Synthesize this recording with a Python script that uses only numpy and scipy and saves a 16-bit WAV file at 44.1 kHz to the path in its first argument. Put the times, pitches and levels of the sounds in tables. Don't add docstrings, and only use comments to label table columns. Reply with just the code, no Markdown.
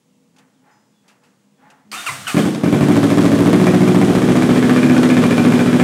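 import sys
import numpy as np
from scipy import signal
from scipy.fft import rfft, irfft, next_fast_len
from scipy.io import wavfile
from scipy.ndimage import uniform_filter1d

SR = 44100
rng = np.random.default_rng(int(sys.argv[2]) if len(sys.argv) > 2 else 0)


def volts_from_db(level):
    exponent = np.asarray(level, float) / 20
    return 10 ** exponent


def output_pcm(signal):
    pcm = np.clip(np.atleast_2d(signal).T, -1, 1) * 32767
    wavfile.write(sys.argv[1], SR, np.round(pcm).astype(np.int16))


N = 257103

# (start [s], end [s])
MIC_MOVE = (3.95, 4.72)
# (time [s], strength [dB])
CATCHING = [(2.344, -0.5), (2.367, 6), (2.453, -1), (2.474, -11), (2.556, -10), (2.577, -20), (2.635, 1.5),
            (2.658, 0), (2.675, -1), (2.726, 5.5), (2.746, -0.5), (2.808, 2.5), (2.828, 3.5), (2.885, 4),
            (2.902, 4.5)]


def firings():
    cycle = np.arange(idle_cycles())
    second_lag = .241
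    pair = np.c_[cycle, cycle + second_lag].ravel()
    at = crank(pair)
    chance = rng.standard_normal((len(pair), 3))
    second = np.arange(len(pair)) % 2
    blow_db = 1.93 + 2.3 * second + 1.0 * chance[:, 0]
    crack_db = np.interp(at, MIC_MOVE, (0.3, 2)) - 5.9 * second + 0.9 * chance[:, 1]
    catch_s, catch_db = np.transpose(CATCHING)
    all_s = np.r_[catch_s, at + .00025 * chance[:, 2]]
    return all_s, np.r_[catch_db, blow_db], np.r_[catch_db - 3.0, crack_db]


IDLE_START_S = 2.9568
IDLE_SPEED = [(2, 1647.2), (2, 1696.1), (2, 1658.6), (2, 1704.5), (2, 1744.2), (4, 1729.1), (2, 1750.5),
              (8, 1766.0), (8, 1774.5), (6, 1697.3), (4, 1750.5)]


def crank(cycles):
    held, rpm = np.transpose(IDLE_SPEED)
    cycles_done = np.r_[0, np.cumsum(held)]
    seconds_gone = np.r_[0, np.cumsum(held * 2 * 60 / rpm)]
    return IDLE_START_S + np.interp(cycles, cycles_done, seconds_gone)


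def idle_cycles():
    return sum(held for held, _ in IDLE_SPEED)


# (pitch [Hz], width [Hz], pressure at the first mic place [1/1000], at the second [1/1000])
ROOM_NOTES = [(114.2, 10.1, 332, 219), (145.76, 7.2, 524, 587), (173.33, 7.8, 412, 293),
              (186.3, 5.8, 345, 165.9), (215.46, 1.73, 230, 245), (242.35, 6.5, 280, 364),
              (249.56, 7.1, 23, 411), (275, 10.7, 537, -56.5), (301.3, 3.04, -132.9, -71),
              (325.1, 2.9, -150.5, -117), (361.8, 7.6, 274, 149), (411.6, 4.15, -52, -76),
              (471.4, 3.4, -30, -24), (483.6, 8.7, -11, 47), (556, 4.1, 26, -23), (605, 3.6, 26, -41),
              (676, 120, -185.6, -53)]


def exhaust(s, blow_db):
    u = np.arange(400) / SR / 0.00043
    blow = (1 - u) * np.exp(-u) / (.0005 * SR)
    t = np.arange(SR // 2) / SR
    hz, width, *places = np.transpose(ROOM_NOTES)
    fading = np.exp(-np.pi * np.outer(t, 1.03 * width))
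    rings = fading * np.sin(2 * np.pi * np.outer(t, hz))
    moved = np.clip((s - MIC_MOVE[0]) / (MIC_MOVE[1] - MIC_MOVE[0]), 0, 1)
    out = 4.2 * clicks(s, volts_from_db(blow_db))
    for share, pressure in zip((1 - moved, moved), places):
        train = clicks(s, share * volts_from_db(blow_db))
        out = out + signal.fftconvolve(train, rings @ pressure / 1000)[:N]
    out = signal.lfilter(*signal.butter(2, 1500, fs=SR), out)
    return signal.oaconvolve(out, blow)[:N]


# (time [s], pitch [Hz], level [dB])
PIPE_END = [
    (2.3, 592, -19),
    (2.9, 630, -14.5),
    (3.4, 618, -14.5),
    (3.75, 700, -13.5),
    (4.2, 790, -22),
    (5.0, 634, -38),
    (5.83, 624, -31),
]


def snaps(s, blow_db):
    _, hz, level_db = follow(PIPE_END)
    width = 75
    ring = resonate(clicks(s + .0008, volts_from_db(blow_db)), hz, width) * SR / (2 * np.pi * width)
    return -volts_from_db(level_db) * ring


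# (time [s], peak level [dB])
EXTRA_POPS = [(2.368, -4.5), (2.7283, -15.5), (2.8087, -11), (2.9553, -27), (3.029, -13), (3.1724, -31),
              (3.3147, -35), (3.4585, -10), (3.5318, -9), (3.6691, -7), (3.8064, -42), (3.8748, -8.5),
              (4.6949, -10.5), (4.895, -13)]
# (pitch [Hz], width [Hz], level at the first mic place [dB], level at the second [dB])
PIPE_RINGS = [(1150, 85, 5.5, 2), (1555, 270, -8, 10.5), (2380, 150, 5, 16), (3500, 420, 1, -6)]
# (frequency [Hz], level per Hz [dB])
CRACK_COLOUR = [(260, 0), (450, 1.5), (993, -10), (1530, -13), (1950, -12), (2360, -18.5), (2660, -18),
                (4230, -31.5), (8800, -31.5), (15100, -41.5), (16000, -48)]


def cracks(s, crack_db):
    pop_s, pop_db = np.transpose(EXTRA_POPS)
    train = clicks(s + .0025, volts_from_db(crack_db)) + clicks(pop_s + 0.001068, volts_from_db(pop_db + 9.5))
    jet = volts_from_db(18.5) * train + puffs(train, 0.027)
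    t = np.arange(N) / SR
    rings = np.zeros(N)
    for hz, width, *place_db in PIPE_RINGS:
        rings = rings + volts_from_db(np.interp(t, MIC_MOVE, place_db)) * resonate(jet, hz, width)
    echo = tiles(jet + 0.39 * rings, t60=0.31)
    echo = signal.lfilter(*signal.butter(1, 800, "high", fs=SR), echo)
    return volts_from_db(-24.5) * evened(colour(1.22 * jet + rings + volts_from_db(4.0) * echo, CRACK_COLOUR))


# (frequency [Hz], level per Hz [dB])
VALVE_COLOUR = [(260, -9), (450, -3.5), (979, -17), (1170, -14.5), (2400, -24), (4430, -28.5), (8930, -31),
                (11500, -37.5), (16000, -48)]
# (pitch [Hz], width [Hz], level at the first mic place [dB], level at the second [dB])
COVER_RING = (3340, 706, -23, -19)


def valve_gear(s, blow_db):
    effort = signal.lfilter([1], [1, -volts_from_db(-60 / 0.81 / SR)], clicks(s, volts_from_db(blow_db)))
    effort = abs(uniform_filter1d(effort, size=400) / np.median(effort[N // 2:])) ** 0.63
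    count = np.arange(-60, 8 * idle_cycles())
    at = crank(count / 8) + np.minimum(count, 0) * .0105
    once_a_cycle = np.cos(2 * np.pi * (count / 8 - .08))
    tick_db = 4.3 * rng.standard_normal(len(at)) + 2.7 * once_a_cycle
    ticks = evened(puffs(clicks(at, volts_from_db(tick_db)), 0.038))
    ticks = signal.lfilter(*signal.butter(1, 9000, fs=SR), ticks)
    hiss = rng.standard_normal(N)
    gear = evened(colour(hiss + volts_from_db(-3.0) * ticks, VALVE_COLOUR))
    hz, width, *cover_db = COVER_RING
    cover_gain = volts_from_db(np.interp(np.arange(N) / SR, MIC_MOVE, cover_db))
    gear = gear + cover_gain * evened(resonate(gear, hz, width))
    return effort * volts_from_db(-30 + 8.0) * gear


# (time [s], rise [s], level [dB], fall [dB/s])
STARTER_LOADS = [
    (1.914, 0.013, -29.5, 60),
    (2.058, .008, -27.5, 140),
    (2.269, 0.011, -24, 124),
    (2.385, 0.0063, -33, 170),
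]
# (frequency [Hz], level per Hz [dB])
GRIND_COLOUR = [(240, -15), (400, -15.5), (636, -10.5), (697, -3.5), (964, -9.5), (1420, -2), (1630, -5),
                (2020, -4), (5350, -11.5), (8370, -11), (16000, -25.5)]
# (pitch [Hz], width [Hz], level [dB])
CASING_RINGS = [(8200, 33, -17), (8558, 48, -15), (7100, 200, -28), (1140, 110, -10.5)]
# (time [s], rise [s], level [dB], fall [dB/s])
FRAME_SHAKE = (2.078, .025, -38.5, 42)
# (time [s], length [s], from pitch [Hz], to pitch [Hz], level [dB])
GEAR_SQUEALS = [
    (1.928, 0.084, 1150, 1480, -33.5),
    (2.065, .045, 1420, 950, -22.5),
    (2.269, 0.047, 1524, 1183, -24.5),
    (2.391, 0.057, 1640, 1513, -33),
]
# (time [s], length [s], from pitch [Hz], to pitch [Hz], level [dB])
GEAR_WHISTLE = (1.965, .06, 3700, 3630, -34)
# (time [s], level [dB], pitch [Hz], 60 dB fade [s])
SWITCH_CLACK = (1.9155, -25, 4750, .05)


def starter():
    on_s, off_s = 1.915, 2.49
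    grind = swell(on_s, 0.0016, -37.5, 150, hold=off_s - on_s)
    grind = grind + sum(swell(*row) for row in STARTER_LOADS)
    teeth = evened(colour(rng.standard_normal(N), GRIND_COLOUR))
    strain = (grind / volts_from_db(-22.5)) ** .6
    casing = sum(volts_from_db(db) * evened(resonate(teeth, hz, width)) for hz, width, db in CASING_RINGS)
    teeth = teeth + strain * casing
    shake = evened(resonate(resonate(rng.standard_normal(N), 95, 80), 115, 94))
    out = grind * volts_from_db(-4.0) * teeth + swell(*FRAME_SHAKE) * shake
    for row in GEAR_SQUEALS:
        out = out + tone(glide(*row, in_db=2.5, out_db=-8.5), overtone_db=0.0, wobble=.04)
    out = out + tone(glide(*GEAR_WHISTLE, in_db=-15, out_db=-17), wobble=0.0056)
    s, level_db, hz, t60 = SWITCH_CLACK
    clack = puffs(clicks([s], [volts_from_db(level_db)]), t60)
    out = out + volts_from_db(-18) * signal.lfilter(*signal.butter(2, 9000, fs=SR), clack)
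    out = out + volts_from_db(11.5) * resonate(clack, hz, 400)
    return out + volts_from_db(-6) * tiles(out)


# (time [s], rise [s], level [dB], share of the hollow ring [ratio])
SOLE_STEPS = [
    (.334, 0.066, -58, .27),
    (.615, 0.087, -56, 0.83),
    (1.035, 0.068, -57.5, .25),
    (1.215, .025, -62.5, .3),
    (1.57, 0.099, -52.5, 0.76),
    (1.69, 0.024, -57, 0.3),
]
# (frequency [Hz], level [dB])
SCRAPE_COLOUR = [(400, -9.5), (700, -5), (1200, -5.5), (1800, -6.5), (2400, -15), (4000, -27), (9000, -38)]


def shuffling():
    scrape = evened(colour(rng.standard_normal(N), SCRAPE_COLOUR))
    ring = evened(resonate(scrape, 850, 22))
    soles = swell(SOLE_STEPS[0][0], .05, -77.5, 0) * scrape
    for s, rise, db, hollow in SOLE_STEPS:
        soles = soles + swell(s, rise, db, fall=114) * (scrape + hollow * ring)
    return soles


# (time [s], peak level [dB], 60 dB fade [s])
SMALL_TAPS = [
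    (0.3641, -42, 0.097),
    (0.384, -36, 0.1),
    (1.08, -37.5, 0.22),
    (1.2351, -46.5, 0.46),
    (1.702, -35.5, 0.1),
]


def tapping():
    taps = sum(puffs(clicks([s], [volts_from_db(db - 11.0)]), t60) for s, db, t60 in SMALL_TAPS)
    taps = signal.lfilter(*signal.butter(2, [1800, 8000], "band", fs=SR), taps)
    return taps + volts_from_db(8.0) * resonate(taps, 2660, 260)


# (pitch [Hz], level [dB])
KEY_NOTES = [(5082, -81), (6083, -85), (6982, -85)]


def key_ring():
    t = np.maximum(np.arange(N) / SR - .71, 0)
    fade_db = -60 * t / 0.99
    return sum(volts_from_db(db + 15.0 + fade_db) * np.sin(2 * np.pi * hz * t) for hz, db in KEY_NOTES)


# (time [s], length [s], from pitch [Hz], to pitch [Hz], level [dB])
RUBBER_SQUEAKS = [
    (.08, .12, 2950, 2680, -78),
    (.53, 0.091, 4100, 2850, -75),
    (.93, .13, 3500, 3370, -72),
    (1.54, .14, 3410, 3360, -74),
]


def squeaking():
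    return sum(tone(glide(*row, in_db=-5, out_db=-5.5), wobble=.004) for row in RUBBER_SQUEAKS)


# (pitch [Hz], width [Hz], level [dB])
FLOOR_NOTES = [(112, 18, -12.5), (157, 52, -4), (199, 15, 5), (260, 17, 5.5), (447, 20, -11.5),
               (484, 3.4, 4)]
# (time [s], rise [s], hold [s], level [dB])
WEIGHT_SHIFTS = [
    (.02, 0.17, 0.25, -62.5),
    (0.507, 0.12, .005, -60),
    (1.005, 0.034, .01, -60),
    (1.125, .016, 0.18, -64),
    (1.42, 0.17, .08, -60),
    (1.68, 0.13, .01, -64),
    (2.092, 0.068, .3, -50),
]
# (time [s], length [s], from pitch [Hz], to pitch [Hz], level [dB])
DRONES = [
    (0, 0.54, 486, 488, -69),
    (0.144, .45, 268, 265, -73),
    (.72, 0.54, 212, 208.3, -60.5),
    (1.384, .32, 201.4, 204.5, -57),
    (1.45, 0.2, 262, 263, -69),
    (1.85, 0.18, 205, 219, -44.5),
    (1.915, 0.19, 300, 288, -48),
]


def floor_hum():
    noise = rng.standard_normal(N)
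    hum = sum(volts_from_db(db) * resonate(resonate(noise, hz, width), hz, width) for hz, width, db in FLOOR_NOTES)
    level = volts_from_db(-68)
    for s, rise, hold, db in WEIGHT_SHIFTS:
        level = level + swell(s, rise, db, 450, hold)
    drones = sum(tone(glide(*row, in_db=-5, out_db=-4), wobble=.015) for row in DRONES)
    return evened(hum) * level + drones


# (frequency [Hz], level [dB])
AIR_COLOUR = [(24, -63), (40, -36), (140, 0), (209, -3.5), (372, -11), (630, -13.5), (697, -21), (831, -16),
              (1550, -25), (2910, -23), (4240, -26), (7360, -24), (16000, -40)]


def still_air():
    air = volts_from_db(-66.5 + 4.5) * evened(colour(rng.standard_normal(N), AIR_COLOUR))
    return air + volts_from_db(-84) * np.sin(2 * np.pi * 15700 * np.arange(N) / SR)


def tiles(x, t60=0.29, treble_t60=0.24):
    t, noise = np.arange(SR // 2) / SR, rng.standard_normal(SR // 2)
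    low = signal.lfilter(*signal.butter(1, 2500, fs=SR), noise)
    tail = low * volts_from_db(-60 * t / t60) + (noise - low) * volts_from_db(-60 * t / treble_t60)
    tail = tail * (t > .006)
    return signal.fftconvolve(x, tail / np.linalg.norm(tail))[:N]


def evened(x):
    return x / np.sqrt(np.mean(x ** 2) + 1e-20)


def follow(rows):
    s, *columns = np.transpose(rows)
    t = np.arange(N) / SR
    alive = uniform_filter1d(1. * ((t >= s[0]) & (t <= s[-1])), size=90)
    return [alive] + [np.interp(t, s, c) for c in columns]


def colour(x, points):
    f, level_db = np.transpose(points)
    size = next_fast_len(N + 4096)
    hz = np.fft.rfftfreq(size, 1 / SR)
    gain = volts_from_db(np.interp(np.log(hz + 1), np.log(f + 1), level_db))
    return irfft(rfft(x, size) * gain, size)[:N]


def resonate(x, hz, width):
    turn = np.exp(2j * np.pi * np.cumsum(hz * np.ones(N)) / SR)
    r = np.exp(-np.pi * width / SR)
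    return 2 * (turn * signal.lfilter([1 - r], [1, -r], x / turn)).real


def clicks(s, size):
    at = np.round(np.asarray(s) * SR).astype(int)
    return np.bincount(at[at < N], np.asarray(size)[at < N], N)


def puffs(train, t60):
    return signal.lfilter([1], [1, -volts_from_db(-60 / t60 / SR)], train) * rng.standard_normal(N)


def tone(rows, overtone_db=-60, wobble=.02):
    alive, hz, level_db = follow(rows)
    unsteady = evened(uniform_filter1d(rng.standard_normal((2, N)), size=150, axis=1))
    turn = 2 * np.pi * np.cumsum(hz * (1 + wobble * unsteady[0])) / SR
    loudness = alive * (1 + 0.38 * unsteady[1]) * volts_from_db(level_db)
    return loudness * (np.sin(turn) + volts_from_db(overtone_db) * np.sin(2 * turn))


def swell(s, rise, level_db, fall, hold=0):
    t = np.arange(N) / SR - s
    return np.clip(t / rise, 0, 1) * volts_from_db(level_db - fall * np.maximum(t - rise - hold, 0))


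def glide(s, length, from_hz, to_hz, level_db, in_db, out_db):
    at, done = np.array([0, .25, .55, 1]), np.array([0, .38, .75, 1])
    hz = from_hz + (to_hz - from_hz) * done
    return np.c_[s + length * at, hz, level_db + np.array([in_db, 0, -1.5, out_db])]


def scene():
    s, blow_db, crack_db = firings()
    engine = exhaust(s, blow_db) + snaps(s, blow_db) + cracks(s, crack_db) + valve_gear(s, blow_db)
    person = shuffling() + tapping() + key_ring() + squeaking()
    return (engine + starter() + person + floor_hum() + still_air())[None]


def band_limit(x):
    return signal.sosfilt(signal.butter(12, 15930, fs=SR, output="sos"), x)


def record(dry):
    x = signal.lfilter(*signal.butter(2, 110, "high", fs=SR), dry)
    ceiling, knee = .72, 4.0
    x = x / (1 + abs(x / ceiling) ** knee) ** (1 / knee)
    x = signal.lfilter(*signal.butter(3, 72, "high", fs=SR), x)
    x = np.clip(x, -.715, .715)
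    treble_limit = signal.firwin(301, 15850, window=("kaiser", 8), fs=SR)
    x = signal.oaconvolve(x, treble_limit[None], "same")
    return band_limit(x)


dry = scene()
out = record(dry)
output_pcm(out)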